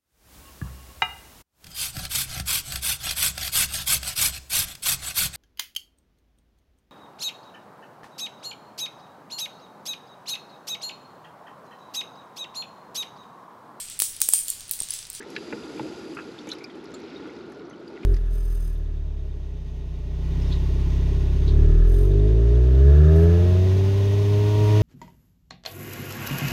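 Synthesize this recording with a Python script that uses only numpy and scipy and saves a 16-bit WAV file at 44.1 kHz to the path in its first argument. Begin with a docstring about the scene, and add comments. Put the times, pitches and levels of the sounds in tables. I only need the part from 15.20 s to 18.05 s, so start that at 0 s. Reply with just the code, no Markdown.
"""A low wet gurgle under a wash of small bubbles and a fine fizz that swells and fades, with pops and ticks.
An aerator churns the water of a bait bucket: large and small bubbles are crowds of short rising tones
over shaped noise; fizz and a faint whistle are filtered noise. Wet pops, ticks and knocks of handling
come and go: tones in puffs of noise, bright noise bursts and ringing modes of the bucket.
The microphone housing colours everything."""
import sys
import numpy as np
from scipy import signal
from scipy.fft import rfft, irfft, next_fast_len
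from scipy.io import wavfile
from scipy.ndimage import uniform_filter1d

SR = 44100
rng = np.random.default_rng(int(sys.argv[2]) if len(sys.argv) > 2 else 0)


def log_audio(samples):
    """Write samples as a 16-bit WAV file to the path given in sys.argv[1]."""
    # one column per channel
    frames = np.atleast_2d(samples).T
    # limit to full scale, then quantise
    limited = np.clip(frames, -1, 1)
    pcm = np.round(limited * 32767).astype(np.int16)
    wavfile.write(sys.argv[1], SR, pcm)


N = 125685  # length [samples]
EVENT_N = 4000  # length of one pop, click or knock [samples]


def amp(db):
    """Turns decibels into an amplitude factor."""
    return 10 ** (np.asarray(db) / 20)


def evened(x):
    """Scales a sound to unit RMS."""
    return x / np.sqrt(np.mean(x ** 2) + 1e-20)


def read(points, hz):
    """Reads a (frequency, value) table, interpolating along log frequency."""
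    f, value = np.transpose(points)
    return np.interp(np.log(hz + 1), np.log(f + 1), value)


def level(curve, axis=1):
    """Draws one dB column of a table over time as an amplitude envelope."""
    columns = np.transpose(curve)
    db = np.interp(np.arange(N) / SR, columns[0], columns[axis])
    return amp(db)


def colour(x, points):
    """Filters a sound by a table of (frequency [Hz], gain [dB])."""
    size = next_fast_len(len(x) + 4096)  # room for the filter to ring out
    gain = amp(read(points, np.fft.rfftfreq(size, 1 / SR)))
    return irfft(rfft(x, size) * gain, size)[:len(x)]


def add(mix, s, sound):
    """Lays a sound into the mix at s seconds, cut off at the end."""
    part = mix[round(s * SR):][:len(sound)]
    part += sound[:len(part)]


def decay(t60, rise):
    """Envelope with a linear rise [s] over an exponential fall of 60 dB in t60 [s]."""
    t = np.arange(EVENT_N) / SR
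    return np.minimum(t / rise, 1) * amp(-60 * t / max(t60, .004))


def narrow(noise, width):
    """Smooths complex noise with three equal poles, each width [Hz] wide, to unit power around zero."""
    r = np.exp(-np.pi * np.clip(width, 30, 9000) / SR)
    band = signal.lfilter([1], np.poly([r, r, r]), noise)
    return band / np.sqrt(np.mean(abs(band) ** 2))


def bubbles(tone, lo_hz, hi_hz, per_s, cycles, spread_db, glide, count=30):
    """Dying tones of rising pitch in many sizes at random moments; tone sets each size's share."""
    strength = amp(spread_db * np.minimum(rng.exponential(1, N), 5))
    starts = strength * (rng.random(N) < per_s / SR)
    kind = rng.integers(0, count, N)
    out = np.zeros(N)
    for k, hz in enumerate(np.geomspace(lo_hz, hi_hz, count)):
        u = np.arange(int(30 * SR / hz)) * hz / SR  # time in cycles of the starting pitch
        shape = (1 - np.exp(-u)) * np.exp(-2 * u / cycles)
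        grain = shape * np.sin(2 * np.pi * u * (1 + glide * u / cycles))
        share = hz * amp(read(tone, hz))
        out += signal.oaconvolve(starts * (kind == k), grain * share)[:N]
    return evened(out)


def gurgle():
    """Large bubbles ring low over a soft rumble of stirred water with the same spectrum."""
    # Swell of the gurgle: (time [s], level [dB])
    swell = [(0.0, -42.5), (0.16, -41), (0.44, -38.5), (0.63, -37.5), (1.36, -43), (1.55, -43), (1.82, -40),
             (2.44, -40.5), (2.85, -42)]
    # Spectrum of large bubbles and rumble: (frequency [Hz], relative density [dB per Hz])
    spectrum = [(15, -81), (25, -75), (65, -16.5), (124, -17.5), (167, -9.5), (199, -11), (219, -8.5),
                (325, -0.5), (381, -3), (584, -18), (642, -17), (717, -21), (1100, -36), (1430, -14),
                (2420, -120)]
    big = bubbles(spectrum, 118.6, 890, per_s=260, cycles=5.8, spread_db=1, glide=0.059)
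    rumble = evened(colour(rng.standard_normal(N), spectrum))
    return level(swell) * (0.68 * big + 0.8 * rumble)


def wash():
    """Small bubbles ring in a dense crowd over hiss, with single drops chirping out of it."""
    # Swell of the wash: (time [s], level of the dull part [dB], level of the bright part [dB])
    swell = [(0.0, -54.5, -55.5), (0.28, -52, -53.5), (0.55, -51.5, -55), (0.86, -53, -55.5),
             (1.05, -53, -56), (1.32, -53.5, -54.5), (1.48, -53, -59.5), (1.73, -54.5, -56),
             (1.91, -53, -52.5), (2.56, -55, -62.5), (2.85, -57.5, -57)]
    # Spectrum of small bubbles and hiss: (frequency [Hz], relative density [dB per Hz])
    spectrum = [(500, -16), (760, -3), (860, 2), (980, -4), (1300, -4), (1600, -7.5), (2000, -6.5),
                (2400, -7), (3000, -11), (3800, -9), (5000, -15), (7000, -30.5), (14000, -61)]
    # Spectrum of the single drops: (frequency [Hz], relative level [dB])
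    drop_spectrum = [(1100, -14), (2000, -3), (3500, -7.5), (7000, -16)]
    # Crossover from dull to bright: (frequency [Hz], share of the bright part [0 to 1])
    crossover = [(1300, 0), (2300, 0.96)]
    small = bubbles(spectrum, 722, 7100, per_s=3300, cycles=6.7, spread_db=2.5, glide=0.048)
    drops = bubbles(drop_spectrum, 1100, 6630, per_s=160, cycles=12.5, spread_db=3.0, glide=0.037)
    hiss = evened(colour(rng.standard_normal(N), [(200, -34)] + spectrum))
    crowd = 0.69 * small + amp(-12.5) * drops + 0.72 * hiss
    bright_share = np.clip(read(crossover, np.fft.rfftfreq(N, 1 / SR)), 0, 1)
    bright = irfft(rfft(crowd) * bright_share, N)
    dull = crowd - bright
    return level(swell) * evened(dull) + level(swell, axis=2) * evened(bright)


def fizz():
    """Fine high hiss whose level flickers a little at random."""
    # Swell and fade of the fizz: (time [s], level [dB])
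    swell = [(0.0, -68), (0.13, -53), (0.28, -53), (0.65, -51.5), (1.27, -60), (1.4, -64), (1.66, -68),
             (1.9, -66.5), (2.09, -65.5), (2.49, -73.5), (2.85, -65.5)]
    # Spectrum of the hiss: (frequency [Hz], relative density [dB per Hz])
    spectrum = [(2500, -2), (4200, -4), (5000, -1), (5500, -7.5), (6200, -6), (8000, -10), (11000, -9),
                (14000, -15)]
    flicker = evened(uniform_filter1d(rng.standard_normal(N), 300))  # smoothed over 300 samples
    hiss = evened(colour(rng.standard_normal(N), [(1000, -42)] + spectrum))
    return level(swell) * amp(1.06 * flicker) * hiss  # flicker of 1.06 dB RMS


def pops():
    """Each wet pop is a short tone inside a puff of noise around its pitch."""
    # Wet pops and ticks:
    # (time [s], level [dB], pitch [Hz], width of each smoothing pole [Hz], t60 [s])
    puffs = [(.005,-35,1750,500,0.069),(.014,-48.5,6100,2000,0.032),(.024,-35.5,1910,500,0.047),(.102,-43,5450,500,.03),(.114,-44,4000,1200,.02),(.153,-36,4400,3000,0.027),(0.1628,-27.5,3940,3000,0.039),(0.1639,-20,2394,1500,0.023),(0.1636,-23.5,1687,490,0.034),(0.178,-37,2690,2500,0.052),(.325,-25,2086,1500,0.025),(.329,-34,1484,500,0.054),(.331,-25.5,470,120,0.095),(0.331,-41,2550,500,.05),(.435,-39,3650,300,.03),(0.575,-40,2370,1200,0.038),(0.5943,-31,2275,2000,0.031),(0.5949,-25,880,250,.05),(.6,-29.5,135,30,.14),(.614,-25,388,100,.06),(.629,-29,312.6,60,.2),(.654,-26,448,100,0.092),(.76,-46,6170,400,.03),(0.9682,-30.5,1420,503,0.062),(0.97,-35,1400,2000,0.13),(0.9698,-36.5,2550,800,0.074),(.986,-29.5,1405,714,0.072),(.989,-38.5,2570,604,0.11),(0.9983,-35.5,1570,1000,0.036),(1.187,-34,3470,600,.03),(1.189,-43.5,4470,3000,0.071),(1.21,-48,5600,800,0.03),(1.272,-43.5,2305,2500,0.17),(1.2885,-35,6530,2000,0.034),(1.29,-41.5,3000,2500,0.16),(1.302,-35.5,3570,605,0.078),(1.314,-35.5,5450,3020,0.068),(1.316,-22.5,3895,524,0.05),(1.322,-35.5,1450,400,0.053),(1.334,-37.5,2510,2500,0.032),(1.35,-43,5200,1500,.03),(1.385,-42.5,4930,1500,0.036),(1.385,-45,2360,600,.03),(1.407,-40.5,2300,403,0.072),(1.441,-30.5,4900,1190,0.031),(1.442,-35.5,2385,250,0.064),(1.494,-44.5,1990,1200,0.069),(1.499,-45,3180,2000,0.057),(1.545,-49.5,3020,800,0.054),(1.655,-42,5000,1800,0.021),(1.717,-46,6000,3000,.02),(1.739,-40.5,1260,400,0.046),(1.74,-42.5,7240,905,0.077),(1.745,-60,8270,150,.15),(1.745,-58,6800,150,.12),(1.741,-44,3500,4000,.06),(1.745,-40.5,4250,900,0.043),(1.959,-40.5,3800,300,0.074),(2.055,-41,1335,900,0.083),(2.095,-41,2090,500,0.037),(2.321,-44.5,1746,300,0.042),(2.452,-55,5600,1000,0.035),(2.499,-52.5,6170,500,0.084),(2.5094,-46.5,2050,300,0.035),(2.533,-45.5,3000,400,.04),(2.58,-52,4470,500,0.026),(2.6784,-40,4710,400,0.024),(2.769,-43,2700,1000,.03),(2.7756,-39,2000,600,0.036),(2.8323,-34,2430,1500,0.026)]
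    rise_s, rise_cycles, tone_share = 0.00074, 0.8, 0.8
    out, t = np.zeros(N), np.arange(EVENT_N) / SR
    noises = rng.standard_normal((len(puffs), 2, EVENT_N + 500))
    for (s, db, hz, width, t60), (a, b) in zip(puffs, noises):
        shape = decay(t60, rise_s + rise_cycles / hz)
        puff = narrow(a + 1j * b, width)[500:]  # skips the filter's settling
        carrier = np.exp(2j * np.pi * hz * t)
        pop = shape * ((puff + tone_share) * carrier).imag
        # Give every pop the energy of a plain sine under the same envelope
        match = np.linalg.norm(shape) / np.linalg.norm(pop) / np.sqrt(2)
        add(out, s, amp(db) * pop * match)
    return out


def clicks():
    """Bright noise ticks snap with a short hiss behind them, among fainter stray ones."""
    # Thin bright clicks: (time [s], level before the common gain [dB], t60 of the hiss tail [s])
    ticks = [(0.0285, -51.5, 0.028), (0.102, -43, 0.047), (0.9478, -46, 0.056), (1.271, -49, 0.07),
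             (1.2902, -43, 0.04), (1.2974, -52, 0.12), (1.3124, -52, 0.03), (1.332, -45.5, 0.053),
             (1.3848, -51.5, 0.04), (1.4397, -43.5, 0.028), (1.5544, -60, 0.045), (1.6412, -51, 0.04),
             (1.7035, -61, 0.04), (1.74, -48, 0.045), (1.7998, -54, 0.04), (1.9689, -60, 0.04),
             (2.0727, -60, 0.04), (2.1291, -62, 0.04), (2.2603, -69, 0.04), (2.2997, -60, 0.04),
             (2.3207, -54, 0.048), (2.4972, -58, 0.04), (2.6813, -59, 0.04)]
    # Spectrum of every click: (frequency [Hz], gain [dB])
    spectrum = [(2000, -35), (5000, -0.5), (8000, -3.5), (11000, 1), (14000, -2)]
    gain_db, tail_db = 5.5, -3.5  # the tail is relative to the snap
    stray_per_s, stray_db, stray_spread_db = 40, -66, 1.3
    envelope = np.zeros(N)
    snap = decay(0.0058, 0.00041)
    for s, db, t60 in ticks:
        tail = amp(tail_db) * decay(t60, 0.00071)
        add(envelope, s, amp(db + gain_db) * (snap + tail))
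    moments = rng.random(N) < stray_per_s / SR
    stray = moments * amp(stray_db + stray_spread_db * rng.standard_normal(N))
    envelope += signal.oaconvolve(stray, decay(0.034, 0.00023))[:N]
    return colour(envelope * rng.standard_normal(N), [(800, -48)] + spectrum)


def knocks():
    """Blows ring the plastic wall of the bucket; the low modes swell later than the high ones."""
    # Knocks on the bucket: (time [s], level applied to the summed modes [dB])
    blows = [(.326, -17.5), (.595, -18), (1.27, -24)]
    # Modes of the bucket wall: (frequency [Hz], level before halving [dB], t60 [s])
    modes = [(135, -15, 0.11), (216, -6.5, 0.16), (319.7, -3.5, 0.16), (470, -2, 0.061), (865, -8.5, 0.055),
             (1420, -12.5, 0.042)]
    t = np.arange(EVENT_N) / SR
    ring = np.zeros(EVENT_N)
    for hz, db, t60 in modes:
        shape = decay(t60, 1.16 / hz)  # rises over 1.16 cycles
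        ring += .5 * amp(db) * shape * np.sin(2 * np.pi * hz * t)
    out = np.zeros(N)
    for s, db in blows:
        add(out, s, amp(db) * ring)
    return out


def whistle():
    """Faint narrow noise around a gliding pitch, airy as of air through a small gap."""
    # Whistle in the fizz: (time [s], level [dB], pitch [Hz])
    path = [(.1, -85, 4830), (.17, -54.5, 4800), (.65, -56.5, 4800), (1.0, -59, 4760), (1.11, -64, 4800),
            (1.14, -82, 4800)]
    s, _, hz = np.transpose(path)
    a, b = rng.standard_normal((2, N))
    pitch = np.interp(np.arange(N) / SR, s, hz)
    carrier = np.exp(2j * np.pi * np.cumsum(pitch) / SR)
    return level(path) * (narrow(a + 1j * b, width=420) * carrier).real


def scene():
    """Sums the churned water, its airy layers and the handling sounds into one channel."""
    water = gurgle() + wash() + fizz() + whistle()
    return (water + pops() + clicks() + knocks())[None]


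def record(dry):
    """The microphone housing notches the treble; a steep low-pass then limits the band."""
    # Response of the microphone in its housing: (frequency [Hz], gain [dB])
    response = [(7500, -0.5), (8800, -8), (9050, -25), (9150, -36), (9300, -9), (9600, -11.5), (10800, -3),
                (11600, -8), (12000, -20), (12800, -10), (13500, -18), (14000, -31)]
    heard = colour(dry[0], response)[None]
    low_pass = signal.firwin(511, 14200, window=("kaiser", 9), fs=SR)  # edge in Hz
    return signal.oaconvolve(heard, low_pass[None], "same")


dry = scene()
out = record(dry)
log_audio(out)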